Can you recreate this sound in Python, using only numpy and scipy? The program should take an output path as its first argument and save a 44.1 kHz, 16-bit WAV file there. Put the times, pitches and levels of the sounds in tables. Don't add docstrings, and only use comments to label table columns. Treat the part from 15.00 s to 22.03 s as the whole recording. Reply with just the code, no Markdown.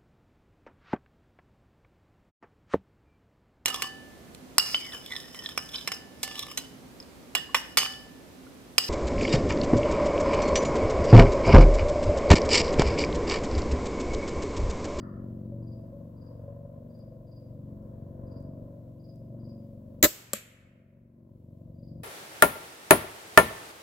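import sys
import numpy as np
from scipy import signal
from scipy.fft import rfft, irfft
from scipy.io import wavfile

SR = 44100
rng = np.random.default_rng(int(sys.argv[2]) if len(sys.argv) > 2 else 0)


def volts_from_decibels(level):
    exponent = np.asarray(level, float) / 20
    return 10 ** exponent


def pcm_store(signal):
    levels = np.round(np.clip(np.atleast_2d(signal), -1, 1) * 32767)
    wavfile.write(sys.argv[1], SR, levels.astype(np.int16).T)


N = 310196
T = np.arange(N) / SR

# time in seconds, gain in dB.
DUCK = [
    (0, 4.5),
    (5.03, 4.5),
    (5.1, -7),
    (6.1, -6),
    (6.5, -1),
    (7.03, 2.5),
]
# frequency in Hz, likeness (1 = same on both sides).
FIELD_ALIKE = [(45, 0.99), (90, 0.69), (250, 1), (600, 0.14), (2000, 0.06), (6000, 0.071), (9000, 0.65)]


def rms_one(x):
    return x / np.sqrt(np.mean(x ** 2) + 1e-20)


def in_time(rows):
    s, *columns = np.transpose(rows)
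    return [np.interp(T, s, c) for c in columns]


def at_hz(points, hz):
    return np.interp(np.log(hz), np.log(np.array(points)[:, 0]), np.array(points)[:, 1])


def drift(rate, count=1):
    r = np.exp(-200 * np.pi * rate / SR)
    steps = rng.standard_normal((count, N // 100 + 1002))
    slow = signal.lfilter([1], [1, -2 * r, r * r], steps)[:, 1000:]
    return np.array([np.interp(np.arange(N) / 100, np.arange(len(s)), rms_one(s)) for s in slow])


def coloured(spectrum, alike, size=N):
    hz = np.maximum(np.arange(size // 2 + 1) * SR / size, 1)
    mid, side = rfft(rng.standard_normal((2, size)))
    c = np.clip(at_hz(alike, hz), 0, 1)
    pair = np.sqrt(1 + c) * mid + np.sqrt(1 - c) * side * [[1], [-1]]
    pair = volts_from_decibels(at_hz(spectrum, hz)) * pair
    pair = pair * (hz > spectrum[0][0]) * (hz < spectrum[-1][0])
    return pair / np.std(irfft(pair, size)), hz


def noise(spectrum, alike):
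    return irfft(coloured(spectrum, alike)[0], N)


def band(x, low, high, order=2):
    return signal.sosfilt(signal.butter(order, [low, high], "band", fs=SR, output="sos"), x)


def ring(clicks, hz, t60):
    r, w = volts_from_decibels(-60 / (t60 * SR)), 2 * np.pi * hz / SR
    return signal.lfilter([0, np.sin(w)], [1, -2 * r * np.cos(w), r * r], clicks + 1e-18)


def pan(db):
    return volts_from_decibels(np.array([[db / 2], [-db / 2]]))


def air_hiss():
    # frequency in Hz, level in dB per Hz.
    hiss_colour = [(1180, -23), (2000, -2), (2160, -4.5), (3090, -4), (6040, -8.5), (7440, -8.5),
                   (8700, -11), (10400, -9), (14500, -3), (16000, -5)]
    return volts_from_decibels(-86.5 + 0.68 * drift(2.8)) * noise(hiss_colour, FIELD_ALIKE) * pan(0.76)


def cloth_shift():
    # frequency in Hz, level in dB per Hz.
    rustle_colour = [(500, -46), (850, -13.5), (1020, 1), (1380, 3.5), (1510, -13.5), (1770, -4.5),
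                     (2280, -28.5), (3200, -34), (4160, -65), (7040, -120)]
    # time in seconds, level in dB.
    shift = [
        (0, -70),
        (.04, -55.5),
        (.13, -60.5),
        (.225, -65),
        (.25, -71),
        (.5, -83.5),
        (.8, -130),
    ]
    return volts_from_decibels(in_time(shift)[0]) * noise(rustle_colour, FIELD_ALIKE)


def engine():
    # multiple of the cycle rate, level in dB.
    order_db = [(1, -34.5), (2, -12.5), (3, -25), (4, -1), (5, 4), (6, -3.5), (7, -1.5), (8, -10), (9, -3),
                (10, -3.5), (11, -9.5), (12, -10), (13, -25), (14, -11.5), (15, -15.5), (16, -17),
                (17, -22), (18, -24.5), (19, -26.5), (20, -21), (21, -17.5), (22, -13.5), (23, -17.5),
                (24, -9), (25, -27), (26, -14.5), (27, -19.5), (28, -14.5), (29, -27), (30, -27)]
    # frequency in Hz, level in dB per Hz.
    rumble_colour = [(15, -42.5), (25, -8.5), (98, -13.5), (123, -11), (233, -6.5), (355, -23), (417, -27),
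                     (557, -11), (663, -15.5), (800, -25), (1040, -73.5), (1760, -120)]
    rattle_colour = [(470, -40), (800, -9), (1030, 1), (1160, -11.5), (1510, -17), (1690, -19),
                     (2000, -28.5), (3000, -44.5), (3900, -63), (6600, -120)]
    # time in seconds, loudness in dB, clearness of the air path in dB.
    drone = [(0, -42, -8.5), (.35, -42.5, -8.5), (.8, -45.5, 0.5), (1.15, -47, 2), (1.5, -46.5, 6.5),
             (1.9, -47, 2.5), (2.33, -49, 3.5), (2.7, -45.5, -1), (2.9, -45.5, 0.5), (3.35, -42.5, 4),
             (3.6, -44.5, 1.5), (3.9, -48.5, 2), (4.19, -48, -2), (4.45, -46, -2), (4.95, -48.5, -1),
             (5.9, -48, -2), (6.4, -46, -4), (7.03, -45, -7)]
    # offset in dB, extra share of the loudness swing, share of the clearness.
    growl = (-4, 0.22, -0.26)
    intake = (-12.5, 0.088, 1.0)
    clatter = (-26.5, .4, .7)
    # time in seconds, level in dB.
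    panel = [
        (.522, -42),
        (.6, -51.5),
        (.93, -45.5),
        (1.48, -46),
    ]
    cycle_hz, hunt = 23.39, .0015
    wander_db, sway, smear = 1.9, .8, .03
    rough_db, gate, intake_gate = -6, 1.4, 3.2
    second_firing = 1.2

    loud_db, clear_db = in_time(drone)
    boom_db = loud_db + 1.104 * (in_time(DUCK)[0] - DUCK[0][1])
    growl_db, intake_db, rattle_db = (
        boom_db + db + swing * (loud_db + 46) + clear * clear_db
        for db, swing, clear in (growl, intake, clatter))

    loose = np.clip(.22 * (-41 - loud_db), .45, 1.6)
    fades = drift(1.5, count=len(order_db))
    slips = drift(0.28, count=len(order_db))
    bend = .012 * drift(.4)[0]
    turn = 2 * np.pi * np.cumsum(cycle_hz * (1 + hunt * rms_one(bend))) / SR + 1.7
    tones = np.zeros((3, N))
    for (k, db), fade, slip in zip(order_db, fades, slips):
        lag = np.pi + second_firing * (k % 2) + (smear + bend) * (k - 6) ** 2 + sway * loose * slip
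        level = volts_from_decibels(db + wander_db * (1 + k / 25) * fade)
        tones[int(k > 7) + int(k > 17)] += level * np.cos(k * turn + lag)

    rumble = noise(rumble_colour, FIELD_ALIKE)
    uneven = drift(15)[0]
    firing = np.cos(2 * turn + 0.65) + .4 * np.cos(turn)
    levels, gates = (boom_db, growl_db, intake_db), (gate, gate, intake_gate)
    edges = ((30, 180), (180, 470), (400, 520))
    out = 0
    for tone, db, (low, high), depth in zip(tones, levels, edges, gates):
        puffs = volts_from_decibels(depth * firing + .9 * uneven)
        rough = rms_one(puffs * band(rumble, low, high))
        out = out + volts_from_decibels(db) * (rms_one(tone * np.sqrt(puffs)) + volts_from_decibels(rough_db) * rough)

    rattle = volts_from_decibels(rattle_db + 1.2 * drift(2.7)) * rms_one(np.sqrt(puffs) * noise(rattle_colour, FIELD_ALIKE))
    knocks = np.zeros(N)
    knocks[[round(s * SR) for s, db in panel]] = volts_from_decibels(np.array(panel)[:, 1])
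    soft_knocks = signal.lfilter([.02], [1, -.98], knocks)
    out = out + ring(soft_knocks, 565, 0.3) * 4
    return (out + rattle) * pan(1.8)


def cricket():
    # chirp start in seconds, level in dB, pitch in Hz.
    chirps = [
        (-.101, -82.5, 4720),
        (0.62, -80.5, 4802),
        (1.163, -80.5, 4810),
        (1.894, -81, 4810),
        (2.265, -78.5, 4805),
        (3.263, -79.5, 4800),
        (3.99, -78.5, 4840),
        (4.392, -78.5, 4850),
        (6.779, -81.5, 4800),
    ]
    # delay in seconds, level in dB.
    strokes = [
        (0, -4),
        (.044, 4),
        (.093, 6),
        (.143, -15),
        (.188, -13),
    ]
    # start in seconds, level in dB, pitch in Hz.
    false_start = (6.738, -92, 4740)
    stroke_s, grass_db, rasp = .042, -5.5, .3

    calls = [(*chirp, strokes) for chirp in chirps]
    calls.append((*false_start, [(0.0036, 0.00092)]))
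    waver = 1.25 * drift(60)[0]
    out = np.zeros(N)
    for s, db, hz, call_strokes in calls:
        for delay, stroke_db in call_strokes:
            u = np.clip((T - s - delay) / stroke_s, 0, 1)
            swell = np.sin(np.pi * u ** .6) ** 2
            tone = np.sin(2 * np.pi * hz * (1 + .1 * delay) * T + waver)
            out += volts_from_decibels(db + stroke_db + 10) * swell * tone

    teeth = band(rng.standard_normal(N), 150, 550)
    out = band(out * (1 + rasp * rms_one(teeth)), 4350, 5450, order=3)
    lag = T[:SR // 2]
    echoes = rng.standard_normal((2, len(lag))) * volts_from_decibels(-60 * lag / .5)
    echoes = echoes / np.sqrt(np.sum(echoes[0] ** 2))
    wet = signal.fftconvolve(out[None], echoes, axes=1)[:, :N]
    return 0.57 * out + volts_from_decibels(grass_db) * wet


def gear_ticks():
    # time in seconds, peak in dB, left over right in dB.
    tick_rows = [(0.7204, -75, -5), (1.989, -68, 0), (2.826, -77, -2), (3.3277, -71, 1), (3.404, -68.5, -4),
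                 (3.425, -70, 1.5), (4.1578, -66, 6), (4.49, -73, 5)]
    bright = band(rng.standard_normal(N), 4500, 15000)
    out = 0
    for s, db, lr in tick_rows:
        fade = (T >= s) * volts_from_decibels(-60 * np.abs(T - s) / .02)
        out = out + volts_from_decibels(db - 2) * pan(lr) * bright * fade
    return out


def causal(x, spectrum, balance):
    size = 4096
    hz = np.maximum(np.arange(size // 2 + 1) * SR / size, 1)
    side_db = at_hz(spectrum, hz) + at_hz(balance, hz) * [[.5], [-.5]]
    cepstrum = irfft(np.log(volts_from_decibels(side_db)))
    cepstrum[:, 1:size // 2] *= 2
    cepstrum[:, size // 2 + 1:] = 0
    pulse = irfft(np.exp(rfft(cepstrum)))
    return signal.fftconvolve(x, pulse / np.sqrt(np.sum(pulse ** 2) / 2), axes=1)[:, :N]


def struck(blows, colour, modes, spread_db, alike):
    # frequency in Hz, left over right in dB.
    shading = [(60, 7), (130, 0), (290, 1), (640, 4), (1410, 2.5), (3100, 3.5), (6820, 0), (15000, -4)]
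    contacts = volts_from_decibels(spread_db * rng.standard_normal(N // 12 + 1)).repeat(12)[:N]
    mid, side = rng.standard_normal((2, N)) * contacts
    burst, thuds = np.zeros((2, 2, N))
    for s, crack_db, thud_db, t60, lr in blows:
        burst += (volts_from_decibels(crack_db - 60 * np.abs(T - s) / t60) * (T >= s) * pan(lr)) ** 2
    at = [round(b[0] * SR) for b in blows]
    blow_db = np.array(blows)[:, 2]
    for hz, db, t60 in modes:
        clicks = np.zeros((2, N))
        chance_db = rng.normal(0, 3.5, (len(at), 2)).T
        clicks[:, at] = volts_from_decibels(blow_db + db + chance_db) * rng.choice([-1, 1], len(at))
        thuds += ring(signal.lfilter([.2], [1, -.8], clicks), hz, t60)
    crack = (mid + np.clip(1 - alike, 0, 1) * side * [[1], [-1]]) * np.sqrt(burst)
    return causal(crack, colour, shading) + thuds


def crossbow_shot():
    # time in seconds, crack in dB, thud in dB, crack's 60 dB fade in seconds, left over right in dB.
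    blow_rows = [
        (5.0266, -25, -31, 0.055, -6.5),
        (5.0278, -10, -34, 0.017, 1),
        (5.0305, -15.5, -31.5, .02, 5.5),
        (5.035, -17, -14.5, 0.064, 3.5),
        (5.038, -15.5, -21.5, 0.036, 2),
        (5.0427, -10.5, -29, 0.036, 3),
        (5.048, -18, -22, 0.024, 0),
        (5.052, -20, -24.5, 0.04, 1),
        (5.058, -29, -24.5, 0.062, -1),
    ]
    # frequency in Hz, level in dB per Hz.
    crack_colour = [(530, -38.5), (900, -8.5), (1030, -7.5), (1470, -6), (1950, -1.5), (2680, -11.5),
                    (3390, -9), (3690, -1.5), (5470, -11.5), (7340, 1.5), (9260, -17), (12700, -2),
                    (14200, 0.5), (15100, -2.5), (16900, -47)]
    # frequency in Hz, level in dB, 60 dB fade in seconds.
    limbs = [(60, -27.5, 0.16), (223, -9, 0.064), (290, -9, 0.032), (336.6, 0, 0.041), (376, -7, 0.031),
             (485, -5.5, 0.057), (595, -3, 0.072), (621.5, -9, 0.083), (1013, -16, 0.087), (1310, -7, .04),
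             (1750, -5, .03), (1830, -6, .03)]
    return struck(blow_rows, crack_colour, limbs, spread_db=1.0, alike=0.11)


def tree_echo():
    # frequency in Hz, level in dB per Hz.
    shot_colour = [(180, -26.5), (300, -0.5), (504, -6.5), (539, -5), (660, -9.5), (907, -15),
                   (2480, -10.5), (6030, -7), (7630, -1), (9650, -16.5), (13700, 0), (15600, -5),
                   (16000, -33.5)]
    impact_colour = [(180, -32.5), (300, -12), (600, -3), (820, -25.5), (1300, -10.5), (2400, -5.5),
                     (3400, -7.5), (5200, -14.5), (6500, -10), (7500, -1.5), (8600, -13), (9800, -15.5),
                     (12500, -8.5), (15000, -12.5), (16000, -43)]
    # frequency in Hz, 60 dB fade in seconds.
    trees_t60 = [(300, 0.75), (1000, 1.5), (2000, 1.4), (3200, 0.8), (4800, 0.68), (7500, 0.56),
                 (10000, .6), (13000, 0.4), (16000, .45)]
    # start in seconds, level in dB, swell in seconds, extra level of the nearest trunks in dB.
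    echo_rows = [
        (5.039, -36, 0.012, 13),
        (5.337, -48.5, 0.015, 16.5),
    ]
    size, start = 2 * SR, 5 * SR
    out, t = np.zeros((2, N)), T[start:start + size]
    edges = 170 * 2 ** np.arange(0, 7, .25)
    for (s, db, swell, near_db), colour in zip(echo_rows, (shot_colour, impact_colour)):
        pair, hz = coloured(colour, FIELD_ALIKE, size=size)
        since = np.maximum(t - s, 0)
        shape = (1 - np.exp(-since / swell)) * (1 + volts_from_decibels(near_db - 60 * since / 0.17))
        for low, high in zip(edges, edges[1:]):
            fade = volts_from_decibels(db - 60 * since / at_hz(trees_t60, low)) * shape
            out[:, start:start + size] += fade * irfft(pair * (hz >= low) * (hz < high), size)
    return out


def bolt_impact():
    # time in seconds, crack in dB, thud in dB, crack's 60 dB fade in seconds, left over right in dB.
    impact_rows = [
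        (5.3333, -8, -25, 0.004, 2),
        (5.3345, -22.5, -81, 0.016, -0.5),
        (5.339, -38.5, -54, .03, 5),
    ]
    # frequency in Hz, level in dB per Hz.
    smack_colour = [(530, -43.5), (900, -12.5), (1250, -3.5), (1580, -8), (3220, -4), (3690, -13.5),
                    (4220, -9), (6410, -7), (7430, 4.5), (8610, -1), (12000, -0.5), (15900, -12.5),
                    (16900, -27.5)]
    # frequency in Hz, level in dB, 60 dB fade in seconds.
    target = [(210, -10.5, 0.1), (380, -3, 0.014), (560, -1.5, 0.041), (1191, -4, 0.02)]
    return struck(impact_rows, smack_colour, target, spread_db=5.0, alike=0.69)


def scene():
    ducked_hiss = volts_from_decibels(in_time(DUCK)[0]) * air_hiss()
    quiet = ducked_hiss + cloth_shift() + cricket() + gear_ticks()
    return quiet + engine() + crossbow_shot() + tree_echo() + bolt_impact()


def roll_off(x):
    return signal.sosfilt(signal.butter(12, 17050, fs=SR, output="sos"), x)


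def record(dry):
    dry = signal.sosfilt(signal.butter(4, 40, "high", fs=SR, output="sos"), dry)
    dry = dry * np.clip((T[-1] - T) / .004, 0, 1)
    mix = 0.97 * np.tanh(dry / 0.9)
    return roll_off(mix)


dry = scene()
out = record(dry)
pcm_store(out)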